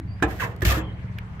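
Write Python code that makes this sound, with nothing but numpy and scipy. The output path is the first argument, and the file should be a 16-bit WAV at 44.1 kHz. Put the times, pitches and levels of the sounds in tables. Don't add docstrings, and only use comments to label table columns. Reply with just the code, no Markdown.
import sys
import numpy as np
from scipy import signal
from scipy.fft import rfft, irfft
from scipy.io import wavfile

SR = 44100
rng = np.random.default_rng(int(sys.argv[2]) if len(sys.argv) > 2 else 0)


def transcribe(u):
    v = np.clip(np.atleast_2d(u).T, -1, 1)
    q = np.round(v * 32767).astype(np.int16)
    wavfile.write(sys.argv[1], SR, q)


def decibels_to_gain(level_db):
    exponent = np.asarray(level_db, float) / 20
    return 10 ** exponent


N = 61739

# start in seconds, level in dB, fade in seconds, place on the panel (0-2).
LANDINGS = [
    (0.2235, -17.5, 0.0071, 0),
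    (0.3896, -38, 0.0017, 1),
    (0.618, -26.5, 0.0052, 0),
    (0.646, -37.5, 0.0035, 2),
]
# time in seconds, speed as tip hiss in dB, pressure as panel drive in dB.
DOWN_STROKE = [(0.261, -69.5, -54), (.305, -50, -38.5), (.35, -55, -49.5), (0.393, -54.5, -57),
               (0.401, -42.5, -24.5), (0.436, -44.5, -27.5), (.487, -62.5, -47.5), (0.518, -63.5, -47.5),
               (0.556, -100, -62)]
SIDE_STROKE = [(0.646, -52, -72), (.652, -28, -24), (0.661, -32, -24.5), (0.669, -32, -30.5),
               (.69, -33, -25.5), (0.721, -32, -27.5), (0.73, -37.5, -32), (0.789, -45.5, -32.5),
               (0.817, -70, -39.5)]
# start in seconds, hiss in dB, panel drive in dB, fade in seconds.
CATCHES = [(0.6327, -34, -46, 0.0042), (0.65, -39, -47, 0.0038), (0.6643, -33, -34, 0.003),
           (.682, -38, -32, 0.0064), (0.7, -31, -24, 0.006), (0.708, -41, -34, 0.0025),
           (0.719, -45, -26, 0.0047), (0.739, -46, -31, .005), (0.75, -42, -46, 0.0022),
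           (.434, -61, -40, 0.0015), (0.44, -60, -38, 0.00095)]
# frequency in Hz, T60 in seconds, level in dB at places 0, 1 and 2.
PANEL_MODES = [(303.6, 0.18, 3.5, -21, -11), (345, 0.26, -2.5, -23, -16), (447.3, 0.25, -6, -13.5, -22),
               (843, 0.044, 4, -19, -24), (1006, 0.35, -7, -3.5, -8), (1211, 0.11, -2, -1, -5),
               (1460, 0.066, -23, -17, -21), (1636, 0.069, 10, 11, 9.5), (1730, 0.056, 13.5, 2, 5.5),
               (1816, 0.026, -13, 16, 14), (2133, 0.025, -19, 13, -16), (2640, 0.075, -17, 3, 0)]
# frequency in Hz, level in dB.
WEAK_MODES = [(200, -23), (500, -15.5), (1200, -9.5), (2000, -10.5), (3200, -17), (5000, -26.5),
              (7500, -13), (10000, -34.5)]
# frequency in Hz, density in dB per Hz.
TEARING = [(2500, 16.5), (4500, 6), (6200, 2), (8300, -3), (9900, -9.5), (11500, -0.5), (13200, -1.5),
           (15400, -0.5)]
# time in seconds, slips per second, level in dB.
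CHATTER = [(.4, 1630, -66), (.412, 1280, -41), (.43, 970, -29), (.452, 1070, -39), (.47, 940, -39),
           (.52, 900, -90), (.66, 1000, -100), (.695, 1250, -38), (.72, 1220, -33), (.76, 1300, -40),
           (.83, 760, -100)]
# start in seconds, push in dB, signed size, length in seconds.
FLEXES = [
    (0.236, -22.5, -0.47, 0.0097),
    (0.619, -25.5, 0.42, 0.005),
    (0.647, -17.5, -0.2, 0.0048),
    (.663, -18.5, -0.53, 0.0056),
]
# frequency in Hz, level in dB, T60 in seconds.
BOOM_MODES = [(65.53, 7, 0.64), (83, 13, 0.061), (99.3, 10.5, 0.24), (139, 2.5, 0.59)]
# start in seconds, level in dB, frequency in Hz,
# T60 in seconds, hiss in dB.
KNOCKS = [(0.2012, -36.5, 1570, 0.039, -61), (0.2241, -5, 277, 0.032, -49), (.235, -30, 456, 0.47, -80),
          (0.2253, -21, 1694, 0.091, -54), (.232, -20.5, 830, 0.085, -80), (.232, -28.5, 309, 0.43, -80),
          (0.3984, -21.5, 1627, 0.046, -66), (.563, -60, 2950, 0.02, -46), (0.608, -54, 3000, 0.016, -45),
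          (0.6206, -23.5, 1822, 0.045, -29.5), (0.616, -19.5, 127.2, 0.11, -78),
          (.626, -19.5, 345, 0.16, -76.5), (.772, -25, 318.2, 0.44, -74),
          (1.1859, -19.5, 2317, 0.012, -34.5), (1.1862, -41, 3100, 0.012, -70),
          (1.191, -31.5, 2160, 0.018, -63), (0.225, -18.5, 1320, 0.045, -70), (.62, -25, 530, 0.065, -80),
          (.651, -14.5, 140.6, 0.11, -80), (1.396, -29.5, 1780, 0.021, -49.5)]
# frequency in Hz, level in dB, T60 in seconds.
LEFTOVER_MODES = [(95, -23.5, 0.021), (263.7, -40.5, 0.46), (317, -39, 0.29)]
# frequency in Hz, level in dB, T60 in seconds.
EXHAUST_MODES = [(75, -17, 0.27), (114.2, -2, 0.36), (131.4, -0.5, 0.16), (182.5, -3.5, 0.19),
                 (267, -36, 0.28), (402, -19, 0.18)]
# frequency in Hz, density in dB per Hz.
RUMBLE = [(25, -30), (40, -6), (100, 8.5), (200, -11.5), (300, -24.5), (500, -24)]
TRAFFIC = [(400, -2), (600, -12.5), (980, -4.5), (1400, -10), (2000, -7.5), (3000, -23), (5000, -33),
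           (16000, -49.5)]
# time in seconds, level in dB.
TRAFFIC_SWELL = [(0, -6), (.2, -0.5), (.9, -0.5), (1.4, 0)]
# frequency in Hz, left-right likeness (-1 to 1).
LIKENESS = [(60, 0.83), (150, 0.99), (350, 0.64), (520, 0.41), (700, 1), (1100, -0.28), (2000, -0.072)]
# time in seconds, pitch in Hz, level in dB.
FIRST_BIRD = [(.06, 4640, -90), (.075, 4640, -72), (.095, 4650, -65), (.12, 4650, -59), (.135, 4790, -61),
              (.155, 4870, -66), (.175, 4910, -75), (.2, 4960, -68), (.23, 5000, -90)]
SECOND_BIRD = [(.76, 3300, -77), (.778, 3330, -45), (.81, 3170, -52), (.83, 3200, -57), (.855, 3130, -53),
               (.89, 3060, -53), (.916, 3170, -58), (.93, 3900, -64), (.955, 4500, -75)]

LEFT_DB = -1.15
GRAINS_PER_S, GRAIN_SPREAD_DB, JUDDER_DB = 4500, 2, 1
LANDING_HISS_DB, CATCH_DULL_DB = -19.5, -2
KNOCK_HISS_SHARE, KNOCK_HISS_MAX_S = .1, .0035
WEAK_T60_S, WEAK_T60_SLOPE = 0.28, 0.81
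SPLIT_HZ = 620
HISS_SHARED, BRIGHT_HZ, BRIGHT_DB = 0.4, 10500, -2.5
TIP_HZ, TIP_WIDTH_HZ, TIP_GAIN = 12900, 300, .8
CHATTER_WOBBLE_HZ, CHATTER_OCTAVE_DB = 45.06, -11.5
BOOM_LEAN_DB, BOOM_LAG_S = -0.5, .0005
SPREAD_CYCLES, RISE_CYCLES = 12.2, 0.45
FIRING_S, FIRST_FIRING_S, SPEEDING_S = .0277, -.005, 2.9e-6
WEAK_CYLINDER_DB, FIRING_SPREAD_DB, ENGINE_DB = -13.5, 3, -35.5
RUMBLE_DB, TRAFFIC_DB = -37, -49
TRILL_HZ, TRILL_PER_S = 105, 38
ECHO_T60_S, ECHO_SHARE = .4, .7


def in_time(rows, quiet=None):
    s, *columns = np.transpose(rows)
    return [np.interp(np.arange(N) / SR, s, c, quiet, quiet) for c in columns]


def at_hz(points, hz):
    table_hz, value = np.transpose(points)
    return np.interp(np.log(hz), np.log(table_hz), value)


def rms_one(x):
    return x / np.sqrt(np.mean(x ** 2) + 1e-20)


def drift(rate_hz):
    r = np.exp(-2 * np.pi * rate_hz / SR)
    noise = rng.standard_normal(N + SR)
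    return rms_one(signal.lfilter([1], [1, -2 * r, r * r], noise)[SR:])


def filtered(x, order, hz, kind):
    return signal.sosfilt(signal.butter(order, hz, kind, fs=SR, output="sos"), x)


def ringing(hz, t60, gain):
    t = np.arange(SR // 2) / SR
    hz, t60 = np.asarray(hz)[:, None], np.asarray(t60)[:, None]
    return gain @ (np.sin(2 * np.pi * hz * t) * decibels_to_gain(-60 * t / t60))


def through(x, response):
    return signal.fftconvolve(np.atleast_2d(x), np.atleast_2d(response), axes=1)[:, :N]


def burst(s, length_s):
    t = np.maximum(np.arange(N) / SR - s, 0)
    return (1 - np.exp(-t / 0.00077)) * np.exp(-t / length_s)


def grains():
    sizes = decibels_to_gain(GRAIN_SPREAD_DB * np.minimum(rng.exponential(1, N), 5))
    signs = rng.choice([-1, 1], N)
    return rms_one(sizes * signs * (rng.random(N) < GRAINS_PER_S / SR))


def contact():
    drive, speed, snap = np.zeros((3, N)), np.zeros(N), np.zeros(N)
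    judder = decibels_to_gain(JUDDER_DB * drift(79))
    for place, stroke in ((1, DOWN_STROKE), (2, SIDE_STROKE)):
        hiss_db, press_db = in_time(stroke, quiet=-200)
        speed += decibels_to_gain(hiss_db) * judder
        drive[place] += decibels_to_gain(press_db) * judder
    for s, db, length_s, place in LANDINGS:
        shape = burst(s, length_s)
        drive[int(place)] += decibels_to_gain(db + 10) * shape
        speed += decibels_to_gain(db + LANDING_HISS_DB) * shape
    for s, _, _, t60, hiss_db in KNOCKS:
        speed += decibels_to_gain(hiss_db) * burst(s, min(KNOCK_HISS_SHARE * t60, KNOCK_HISS_MAX_S))
    for s, hiss_db, press_db, length_s in CATCHES:
        shape = burst(s, length_s)
        place = 1 + int(s > SIDE_STROKE[0][0])
        speed += decibels_to_gain(hiss_db + CATCH_DULL_DB) * shape
        snap += decibels_to_gain(hiss_db) * shape
        drive[place] += decibels_to_gain(press_db) * shape
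    return drive, speed, snap


def panel_at(place):
    weak_hz = np.geomspace(200, 10000, num=200) * rng.uniform(.99, 1.01, 200)
    weak_t60 = WEAK_T60_S * (1000 / weak_hz) ** WEAK_T60_SLOPE
    table = np.array(PANEL_MODES)
    hz = np.r_[table[:, 0], weak_hz]
    t60 = np.r_[table[:, 1], weak_t60]
    level = decibels_to_gain(np.r_[table[:, 2 + place], at_hz(WEAK_MODES, weak_hz)])
    turn = rng.choice([-1, 1], len(hz)) * rng.uniform(0.36, 0.76, len(hz)) * np.pi / 2
    turn = turn * hz ** 2 / (hz ** 2 + SPLIT_HZ ** 2)
    ears = np.cos(turn + np.pi / 4 * np.array([[-1], [1]])) * rng.choice([-1, 1], len(hz))
    response = ringing(hz, t60, level * ears)
    return response / np.sqrt(np.sum(response ** 2) / 2)


def tearing_hiss(speed, snap):
    shared = grains()
    flakes = HISS_SHARED * np.array([np.roll(shared, 5), shared]) + 1.03 * np.array([grains(), grains()])
    hz = np.fft.rfftfreq(2 * SR, 1 / SR) + 1
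    colour = decibels_to_gain(at_hz(TEARING, hz)) * hz ** 2 / (hz ** 2 + TEARING[0][0] ** 2)
    colour = colour / (1 + (hz / 15700) ** 120)
    colour = colour * (1 + TIP_GAIN / (1 + ((hz - TIP_HZ) / TIP_WIDTH_HZ) ** 2))
    colour = 1.41 * colour / np.sqrt(np.mean(colour ** 2))
    hiss = irfft(rfft(flakes * speed, 2 * SR) * colour)[:, :N]
    top = filtered(hiss, 4, BRIGHT_HZ, "high")
    return hiss + top * (decibels_to_gain(BRIGHT_DB) + snap / speed - 1)


def blade():
    drive, speed, snap = contact()
    force = grains()
    rings = sum(through(force * drive[place], panel_at(place)) for place in range(3))
    return rings + tearing_hiss(speed, snap)


def chatter():
    slip_hz, db = in_time(CHATTER, quiet=-200)
    turn = 2 * np.pi * np.cumsum(slip_hz + CHATTER_WOBBLE_HZ * drift(88.7)) / SR
    common = drift(49)
    ears = []
    for lag in (0, 1.2):
        tone = np.sin(turn + lag) + decibels_to_gain(CHATTER_OCTAVE_DB) * np.sin(2 * turn - lag)
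        ears.append((1.56 + .5 * common + .5 * drift(72)) * tone)
    return decibels_to_gain(db) * np.array(ears)


def knocks():
    out, t = np.zeros((2, N + SR)), np.arange(SR // 2) / SR
    for s, db, hz, t60, _ in KNOCKS:
        spread = min((SPREAD_CYCLES / (hz * t60)) ** 1.51, .4)
        cluster = 1 + spread * np.array([-0.91, 0.077, 0.113, 0.68])
        gain = decibels_to_gain(db - 10 + rng.normal(0, 1.5, (2, len(cluster))))
        click = ringing(hz * cluster, np.full(len(cluster), t60), gain)
        start = int(s * SR)
        out[:, start:start + SR // 2] += click * (1 - np.exp(-t * hz / RISE_CYCLES))
    return out[:, :N]


def boom():
    t, push = np.arange(N) / SR, np.zeros(N)
    for s, db, sign, length_s in FLEXES:
        half_sine = np.sin(np.pi * np.clip((t - s) / length_s, 0, 1))
        push += sign * decibels_to_gain(db) * half_sine * 2 / (length_s * SR)
    push = filtered(push, 4, 54, "high")
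    hz, db, t60 = np.transpose(BOOM_MODES)
    lean = np.array([[0.85, -0.77, 1, -1.2], [-0.9, 0.8, -0.61, 0.41]])
    response = ringing(hz, t60, decibels_to_gain(db + BOOM_LEAN_DB * lean))
    return through([push, np.roll(push, int(BOOM_LAG_S * SR))], response)


def leftover():
    t = np.arange(N) / SR
    return sum(-decibels_to_gain(db - 60 * t / t60) * np.cos(2 * np.pi * hz * t) for hz, db, t60 in LEFTOVER_MODES)


def engine():
    k = np.arange(-8, 52)
    lead = SR // 4
    firing_s = FIRST_FIRING_S + k * FIRING_S - SPEEDING_S * k ** 2
    clicks = np.zeros(N + SR)
    firing_db = WEAK_CYLINDER_DB * (k % 2) + FIRING_SPREAD_DB * rng.standard_normal(len(k))
    clicks[(firing_s * SR).astype(int) + lead] = decibels_to_gain(firing_db)
    hz, db, t60 = np.transpose(EXHAUST_MODES)
    beats = signal.fftconvolve(clicks, ringing(hz, t60, decibels_to_gain(db)))[lead:lead + N]
    return decibels_to_gain(ENGINE_DB) * rms_one(filtered(beats, 2, 330, "low"))


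def bird(call, trill_hz):
    hz, db = in_time(call)
    trill = trill_hz * np.sin(2 * np.pi * TRILL_PER_S * np.arange(N) / SR)
    hz = hz + trill + (15 + trill_hz * .3) * drift(150)
    level = (db > db[-1]) * decibels_to_gain(db + 2.5 * drift(50))
    tone = level * np.sin(2 * np.pi * np.cumsum(hz) / SR)
    tail = rng.standard_normal((2, SR // 2)) * decibels_to_gain(-60 * np.arange(SR // 2) / SR / ECHO_T60_S)
    echo = through(tone, tail / np.sqrt(np.sum(tail ** 2) / 2))
    return np.array([tone, 1.3 * np.roll(tone, 9)]) + ECHO_SHARE * echo


def far_noise(spectrum, low_hz, high_hz, patchy_db):
    pair = rng.standard_normal((2, N))
    out, edges = 0, 25 * 2 ** np.arange(0, 9.6, .5)
    for k, (low, high) in enumerate(zip(edges, edges[1:])):
        hz = np.sqrt(low * high)
        if low_hz < hz < high_hz:
            mid, side = filtered(np.roll(pair, k * SR // 20, axis=1), 2, [low, high], "band")
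            alike = np.clip(at_hz(LIKENESS, hz), -1, 1)
            gain = decibels_to_gain(at_hz(spectrum, hz) + patchy_db * drift(11.4))
            out = out + gain * (np.sqrt(1 + alike) * mid + np.sqrt(1 - alike) * side * [[1], [-1]])
    return rms_one(out)


def rumble():
    return decibels_to_gain(RUMBLE_DB) * far_noise(RUMBLE, 20, 420, patchy_db=3.0)


def traffic():
    swell_db, = in_time(TRAFFIC_SWELL)
    return decibels_to_gain(TRAFFIC_DB + swell_db) * far_noise(TRAFFIC, 420, 20000, patchy_db=2.5)


def scene():
    near = (blade() + knocks() + chatter()) * decibels_to_gain([[LEFT_DB], [-LEFT_DB]])
    near = near + boom() + leftover()
    birds = bird(FIRST_BIRD, trill_hz=0) + bird(SECOND_BIRD, trill_hz=TRILL_HZ)
    return near + engine() + birds + rumble() + traffic()


def roll_off(x):
    return signal.sosfilt(signal.butter(12, 15900, fs=SR, output="sos"), x)


def record(dry):
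    mix = filtered(dry, 2, 30, "high")
    return roll_off(mix)


dry = scene()
out = record(dry)
transcribe(out)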